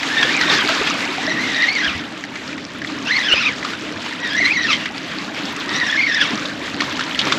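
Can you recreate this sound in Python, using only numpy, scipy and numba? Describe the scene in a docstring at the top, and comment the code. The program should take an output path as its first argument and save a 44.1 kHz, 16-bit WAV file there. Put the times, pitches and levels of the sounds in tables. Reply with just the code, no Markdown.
"""Spinning reel on a rocky shore

An angler cranks a reel in bursts; the braided line whines as its weave runs over the guides: six
wavering partials through the response of the rod, over scraping noise. On the rocks below, wavelets
wash (flickering noise bands), fizz and gurgle (decaying sines), slap (short noise cracks) and glug
(low tones). Wind drones around the housing of a small body-worn microphone as shaped noise."""
import sys
import numpy as np
from scipy import signal
from scipy.fft import rfft, irfft
from scipy.io import wavfile
from scipy.ndimage import uniform_filter1d
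from numba import njit

SR = 44100
rng = np.random.default_rng(int(sys.argv[2]) if len(sys.argv) > 2 else 0)


def generate_wav(sig):
    """Save sig (samples, or channels by samples) to the path in sys.argv[1] as 16-bit PCM at SR."""
    pcm = np.round(np.clip(np.atleast_2d(sig).T, -1, 1) * 32767).astype(np.int16)
    wavfile.write(sys.argv[1], SR, pcm)


N = 325458
T = np.arange(N) / SR  # seconds

# Line speed, one list per burst of cranking. Each row: time in seconds, weave rate in Hz.
CRANK_SPEEDS = [
    [(0.06, 1370), (0.11, 1710), (0.17, 1800), (0.212, 1868), (0.232, 1647), (0.296, 1804), (0.314, 2137),
     (0.354, 2432), (0.378, 2339), (0.424, 1882), (0.504, 1848), (0.532, 1702), (0.556, 1849), (0.58, 1638),
     (0.7, 1370)],
    [(1.17, 1480), (1.24, 1980), (1.272, 1800), (1.294, 2060), (1.316, 1908), (1.348, 2047), (1.365, 1860),
     (1.44, 2100), (1.508, 1952), (1.55, 1866), (1.578, 2040), (1.61, 1811), (1.632, 2000), (1.648, 1800),
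     (1.68, 2107), (1.724, 2280), (1.756, 2289), (1.784, 1916), (1.81, 1989), (1.83, 1582), (1.864, 1720),
     (1.9, 1300), (1.925, 1220), (1.945, 1000), (2.04, 800)],
    [(3.04, 1205), (3.094, 1503), (3.122, 2085), (3.174, 2163), (3.2, 1930), (3.218, 1986), (3.24, 1679),
     (3.274, 1722), (3.3, 1433), (3.338, 1435), (3.36, 1199), (3.385, 1258), (3.41, 1469), (3.43, 1209),
     (3.476, 1289), (3.522, 835), (3.57, 760)],
    [(4.18, 1933), (4.286, 1829), (4.308, 1639), (4.36, 1721), (4.376, 1967), (4.42, 2086), (4.45, 1967),
     (4.476, 2220), (4.494, 2103), (4.52, 2560), (4.54, 2144), (4.556, 2286), (4.576, 1883), (4.61, 2012),
     (4.63, 1838), (4.662, 1793), (4.685, 1400), (4.712, 1240), (4.732, 1050), (4.77, 1030), (4.8, 900),
     (4.89, 960)],
    [(5.66, 1819), (5.77, 1930), (5.826, 1944), (5.84, 1787), (5.868, 1947), (5.9, 1616), (5.932, 1845),
     (5.955, 1735), (5.978, 2159), (6.005, 2123), (6.022, 2464), (6.036, 2191), (6.062, 2250),
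     (6.078, 1940), (6.142, 1756), (6.158, 1942), (6.19, 1694), (6.21, 1745), (6.262, 1069), (6.296, 822),
     (6.37, 800)],
]
# Pull of each burst. Each row: load on the taut line in dB, trend in dB per second, time the hand
# eases off in seconds, boost of the second partial in dB, boost of the third in dB.
PULLS_PER_BURST = [(-17.5, -9, 0.64, 1.5, -3), (-19.5, -3, 1.9, -0.5, -2.5), (-14, -11.5, 3.485, 3.5, -2),
                   (-19, -1.5, 4.745, -1, 1), (-18, 0.5, 6.24, -1, -2)]
# Moments when the line's level jumps or dips briefly, if at all. Each row: time in seconds,
# level change in dB.
LINE_LEVEL_CHANGES = [(0.185, 5.5), (0.232, 9), (1.318, 2.5), (1.566, 4.5), (1.643, 9.5), (1.693, 6),
                      (1.806, 3), (3.12, 3.5), (3.17, 5), (3.326, 7), (3.38, 0), (4.382, 8), (4.458, 11),
                      (4.576, -1.5), (4.712, 4.5), (5.763, 6), (6.003, 2), (6.027, 4), (6.075, 1.5),
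                      (6.218, 8.5)]
# Response of rod and guides. Each row: frequency in Hz, gain in dB.
GUIDE_RESPONSE = [(800, -24), (1400, -9.5), (1900, 0), (2600, -0.5), (3400, -3), (4300, -9), (5800, -11),
                  (8000, -32.5), (14000, -45)]
# The clearest slaps on rock. Each row: start in seconds, peak before the housing in dB, centre in Hz.
ROCK_SLAPS = [(0.0299, -10, 2060), (0.228, -2, 1740), (0.41, -2.5, 1870), (0.6883, -6, 1420),
              (0.8718, -7, 2720), (0.906, -10, 1300), (1.849, -15, 3460), (2.238, -11.5, 1860),
              (2.355, -15.5, 2060), (2.528, -18, 2500), (2.579, -18.5, 1980), (2.817, -15, 1810),
              (2.846, -11.5, 1950), (2.8717, -18, 3370), (2.899, -15.5, 1200), (3.627, -13, 1990),
              (3.647, -9.5, 1380), (3.733, -12.5, 1480), (4.061, -13.5, 1010), (4.125, -16, 1900),
              (4.2564, -21, 4600), (4.639, -11, 3970), (4.7287, -7.5, 3150), (4.8564, -11, 2050),
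              (5.6062, -13, 3370), (6.145, -10.5, 4900), (6.3746, -13, 1270), (6.4544, -11, 3400),
              (6.8037, -6.5, 2080), (6.8187, -7.5, 1170), (6.993, -8, 1570), (7.008, -7, 1600),
              (7.1467, -10.5, 3000), (7.1905, -2, 3240), (7.214, -7.5, 3400), (7.27, -8.5, 1200),
              (7.3214, -1.5, 1360), (7.324, -4.5, 3520)]
# Water among the rocks. Each row: time in seconds, level of the wash in dB.
WASH_LEVEL = [(0.0, -27.5), (0.16, -25), (0.35, -22), (0.53, -18.5), (0.99, -25.5), (1.21, -28.5),
              (1.97, -29), (2.12, -36), (2.84, -36), (3.1, -29), (3.55, -30.5), (3.84, -33), (4.3, -30),
              (4.85, -32.5), (5.02, -34.5), (5.65, -28), (6.15, -31), (6.33, -27), (6.54, -32),
              (7.38, -25.5)]
# Tone colour of wash and grains. Each row: frequency in Hz, relative density in dB per Hz.
WASH_COLOUR = [(240, 13), (400, 5.5), (748, 2.5), (1030, 5.5), (1150, 7), (1380, 8.5), (1870, 10),
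               (2390, 8.5), (3720, 6), (7390, -9.5), (9290, -20), (12600, -27), (15400, -44)]
# Air pockets closing under the rocks. Each row: start in seconds, peak in dB, starting pitch in Hz,
# ring (time to fall 60 dB) in seconds.
AIR_POCKETS = [(0.25, -15, 485, 0.044), (0.5, -20, 580, 0.055), (0.696, -15, 656, 0.096),
               (0.812, -13, 417, 0.066), (1.182, -17.5, 767, 0.088), (1.278, -18.5, 633, 0.1),
               (3.339, -7.5, 560, 0.013), (4.403, -17, 665, 0.032)]
# Bubble with a long upward sweep. Each row: start in seconds, peak in dB, pitch from in Hz,
# pitch to in Hz, length in seconds.
RISING_BUBBLES = [(0.502, -19, 496, 1760, 0.045)]
# Wind drone. Each row: time in seconds, level in dB.
WIND_LEVEL = [(0.0, -34), (0.39, -26.5), (0.66, -31.5), (0.86, -28.5), (1.13, -32.5), (1.42, -27),
              (1.5, -31.5), (3.62, -32), (6.0, -31.5), (7.38, -25.5)]
# Tone colour of the drone. 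Each row: frequency in Hz, relative density in dB per Hz.
DRONE_COLOUR = [(25, -38), (75, -19), (246, -4), (283, -0.5), (317, -2), (355, -16.5), (393, -13),
                (447, -19), (520, -15.5), (680, -17.5), (1140, -120)]
# Single eddies. Each row: start in seconds, peak of the envelope in dB, pitch in Hz.
WIND_BUFFETS = [(0.499, -29, 159), (1.874, -31, 71.6), (1.949, -27.5, 88.8), (3.338, -35, 90),
                (3.949, -36, 99), (6.229, -32, 165), (6.33, -19.5, 214), (7.279, -26.5, 138)]
# Tone colour of the side hiss. Each row: frequency in Hz, relative density in dB per Hz.
SIDE_COLOUR = [(30, 10), (2010, -19), (9360, -12.5), (12800, -1), (15400, -10)]


def undb(db):
    """Decibels to gain."""
    return 10 ** (np.asarray(db) / 20)


def unit(x):
    """Scale to rms 1."""
    return x / np.sqrt(np.mean(x ** 2))


def band(x, hz, width_hz):
    """Resonant band-pass, gain 1 at the centre."""
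    return signal.lfilter(*signal.iirpeak(hz, hz / width_hz, fs=SR), x)


def walk(rate):
    """Random control signal: levels held 1 / rate s and smoothed twice, rms 1."""
    hold = max(int(SR / rate), 2)
    steps = np.repeat(rng.standard_normal(N // hold + 1), hold)
    return unit(uniform_filter1d(uniform_filter1d(steps, hold), hold)[:N])


def colour(x, table):
    """Shape a spectrum by (Hz, dB) points; 90 dB down outside them."""
    hz, db = np.transpose(table)
    f = np.maximum(np.arange(N // 2 + 1) * SR / N, 1)
    gain = undb(np.interp(np.log(f), np.log(hz), db, left=-90, right=-90))
    return irfft(rfft(x) * gain, N)


def add(out, s, sound):
    """Mix a short sound in at time s."""
    i = int(s * SR)
    out[i:i + len(sound)] += sound[:N - i]


@njit
def bubbles(start, hz, cycles, size, glide, n):
    """Each bubble is a decaying sine whose pitch rises as it dies."""
    out = np.zeros(n)
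    for k in range(len(start)):
        phase, length = 0., cycles[k] * SR / hz[k]
        for i in range(min(int(5 * length), n - start[k])):
            phase += 2 * np.pi * hz[k] * (1 + glide * i / length) / SR
            out[start[k] + i] += size[k] * np.exp(-i / length) * np.sin(phase)
    return out


def line(change_s=0.012):
    """Weave bumps pass the guides at a rate set by line speed; every partial rings the rod and wavers."""
    partials = 6
    overtone_db = -2  # each partial is weaker than the one below
    slack_db, taut_s = -9.5, 0.36  # the line starts slack and tightens over this time
    eased_db, ease_s = -12.5, 0.032  # it coasts on, fainter, once the hand eases off
    drag_db_per_octave, cruise_hz = 3, 1900  # it rubs harder as it slows below cruising speed
    slip, steady, scrape_db = 0.021, 1.4, -7.0  # slip: spread of the rate as a fraction

    out = np.zeros(N)
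    uneven = walk(150) + 0.7 * walk(400)
    # the guides drift in and out of step: size and phase
    grip = [0.8 * (walk(420) + 1j * walk(420)) for _ in range(partials)]
    # overtones come and go more
    patchy = [undb(2.4 * np.sqrt(k + 1) * walk(55)) for k in range(partials)]
    scrape = unit(colour(rng.standard_normal(N), GUIDE_RESPONSE)) * undb(walk(60))
    change_db = sum(db * np.exp(-((T - s) / change_s) ** 2) for s, db in LINE_LEVEL_CHANGES)
    ring_hz, ring_db = np.transpose(GUIDE_RESPONSE)

    for speeds, pull in zip(CRANK_SPEEDS, PULLS_PER_BURST):
        pull_db, trend_db, ease_at_s, second_db, third_db = pull
        s, hz = np.transpose(speeds)
        now = (T > s[0]) & (T < s[-1])
        t = T[now]
        fade = np.clip(np.minimum(t - s[0], s[-1] - t) / 0.066, 0, 1)
        rate = np.interp(t, s, hz)

        db = pull_db + trend_db * (t - s[0])
        db = db + slack_db * np.exp(-(t - s[0]) / taut_s)
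        db = db + eased_db * np.clip((t - ease_at_s) / ease_s, 0, 1)
        db = db + drag_db_per_octave * np.maximum(np.log2(cruise_hz / rate), 0)

        rate = rate * (1 + slip * uneven[now])
        phase = 2 * np.pi * np.cumsum(rate) / SR
        # a slow line scrapes more against its singing
        tone = undb(scrape_db) * scrape[now] * cruise_hz / rate
        for k in range(partials):
            partial_db = np.interp(np.log((k + 1) * rate), np.log(ring_hz), ring_db)
            partial_db = partial_db + k * overtone_db + (k == 1) * second_db + (k == 2) * third_db
            waver = steady / np.sqrt(k + 1) + grip[k][now]
            partial = np.imag(waver * np.exp(1j * (k + 1) * phase))
            tone = tone + undb(partial_db) * patchy[k][now] * partial
        out[now] += fade * undb(db + change_db[now]) * tone
    return out


def slaps(decay_s=0.004, tail_s=0.02, tail_db=-16.0):
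    """A wavelet hits rock: a broad crack around its own pitch and a short spatter."""
    out, t = np.zeros(N), T[:SR // 6]
    attack = 1 - np.exp(-t / 0.00072)
    shape = attack * (np.exp(-t / decay_s) + undb(tail_db) * np.exp(-t / tail_s))
    for s, db, hz in ROCK_SLAPS:
        noise = rng.standard_normal(len(t))
        pitched = band(band(noise, hz, 0.5 * hz), hz, 0.21 * hz)
        broad = band(band(noise, 2450.0, 2600.0), 2550.0, 5400.0)
        slap = shape * (3.8 * pitched + 0.93 * broad)
        add(out, s, undb(db) * slap / np.abs(slap).max())
    return out


def water(per_s=1500, fizz_db=-1.0, spatter_db=-7.5, gurgle_db=-9.5):
    """A wash of flickering bands under tiny bubbles, ticks of falling spray and low gurgles."""
    flow_db = np.interp(T, *np.transpose(WASH_LEVEL))
    swell_db, flicker_db = 2.3, 2.6  # spread shared by all bands, and of each band alone
    wash, swell = 0, walk(20)
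    for hz in 420 * 2 ** np.arange(0, 5.3, 0.5):
        strip = unit(band(rng.standard_normal(N), hz, hz / 3)) * np.sqrt(hz)
        wash = wash + strip * undb(swell_db * swell + flicker_db * walk(25))
    layers = unit(colour(wash, WASH_COLOUR))

    rarest = 0.03  # limits the biggest grains
    drowned = 0.12  # dB the grains lose against the wash for each dB it rises
    # Each row: grains per second, lowest Hz, highest Hz, cycles of decay before scatter,
    # size scatter in dB, level against the wash in dB.
    kinds = (
        (per_s, 600, 12000, 4.0, 3.9, fizz_db),
        (150, 4000, 14500, 1.3, 4.6, spatter_db),
        (40, 330, 1100, 3.0, 3.0, gurgle_db),
    )
    for rate, low_hz, top_hz, cycles, scatter_db, db in kinds:
        when, pitch, rarity, ring = rng.random((int(rate * N / SR), 4)).T
        start = (when * N).astype(np.int64)
        hz = low_hz * (top_hz / low_hz) ** pitch
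        size = np.sqrt(hz) * undb(-scatter_db * np.log(rarity + rarest))  # few big ones, many small
        grains = bubbles(start, hz, cycles * (0.72 + 3.29 * ring), size, 0.0947, N)
        grains = unit(colour(grains * undb(0.32 * walk(24)), WASH_COLOUR))
        layers = layers + undb(db - drowned * (flow_db - flow_db.mean())) * grains
    return undb(flow_db) * layers


def glugs():
    """Large bubbles: decaying low tones that rise a little; one sweeps far up as it reaches the surface."""
    out = np.zeros(N)
    for s, db, low_hz, top_hz, length_s in RISING_BUBBLES:
        u = T[:int(length_s * SR)] / length_s
        phase = 2 * np.pi * np.cumsum(low_hz + (top_hz - low_hz) * u) / SR
        add(out, s, undb(db) * np.sin(np.pi * u) * np.sin(phase))
    s, db, hz, ring_s = np.transpose(AIR_POCKETS)
    cycles = ring_s * hz / np.log(1000)  # 60 dB ring to cycles per decay constant
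    return out + bubbles((s * SR).astype(np.int64), hz, cycles, undb(db), 0.0058, N)


def wind(decay_s=0.01):
    """Turbulence drones in the housing, wavering; single eddies thump on it as short low sines."""
    waver_db = 1.5
    turbulence = rng.standard_normal(N) * undb(waver_db * walk(6.5))
    out = unit(colour(turbulence, DRONE_COLOUR)) * undb(np.interp(T, *np.transpose(WIND_LEVEL)))
    t = T[:SR // 5]
    thump = np.e * t / decay_s * np.exp(-t / decay_s)  # peaks at 1
    for s, db, hz in WIND_BUFFETS:
        add(out, s, undb(db) * thump * np.sin(2 * np.pi * hz * t))
    return out


def side_hiss():
    """Faint shaped hiss, opposite in the two channels, that follows the water at 0.34 dB per dB."""
    s, wash_db = np.transpose(WASH_LEVEL)
    db = -65 + 0.34 * (np.interp(T, s, wash_db) - np.mean(wash_db))
    return undb(db) * unit(colour(rng.standard_normal(N), SIDE_COLOUR))


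def scene():
    """Everything reaches one microphone port; only the faint hiss differs between the channels."""
    housing = signal.butter(4, 6500, fs=SR, output="sos")  # dulls line and slaps above 6500 Hz
    near = signal.sosfilt(housing, line() + slaps())
    mid = near + water() + glugs() + wind()
    side = side_hiss()
    return np.array([mid + side, mid - side])


def record(dry):
    """The port cavity cancels a narrow treble band; peaks are rounded; the top is cut."""
    notch_hz, notch_width_hz, top_hz = 9050, 1100, 15450
    notch = signal.iirnotch(notch_hz, notch_hz / notch_width_hz, fs=SR)
    rounded = 1.3 * np.tanh(signal.lfilter(*notch, dry) / 1.3)
    return signal.sosfilt(signal.ellip(8, 0.2, 70, top_hz, fs=SR, output="sos"), rounded)


dry = scene()
out = record(dry)
generate_wav(out)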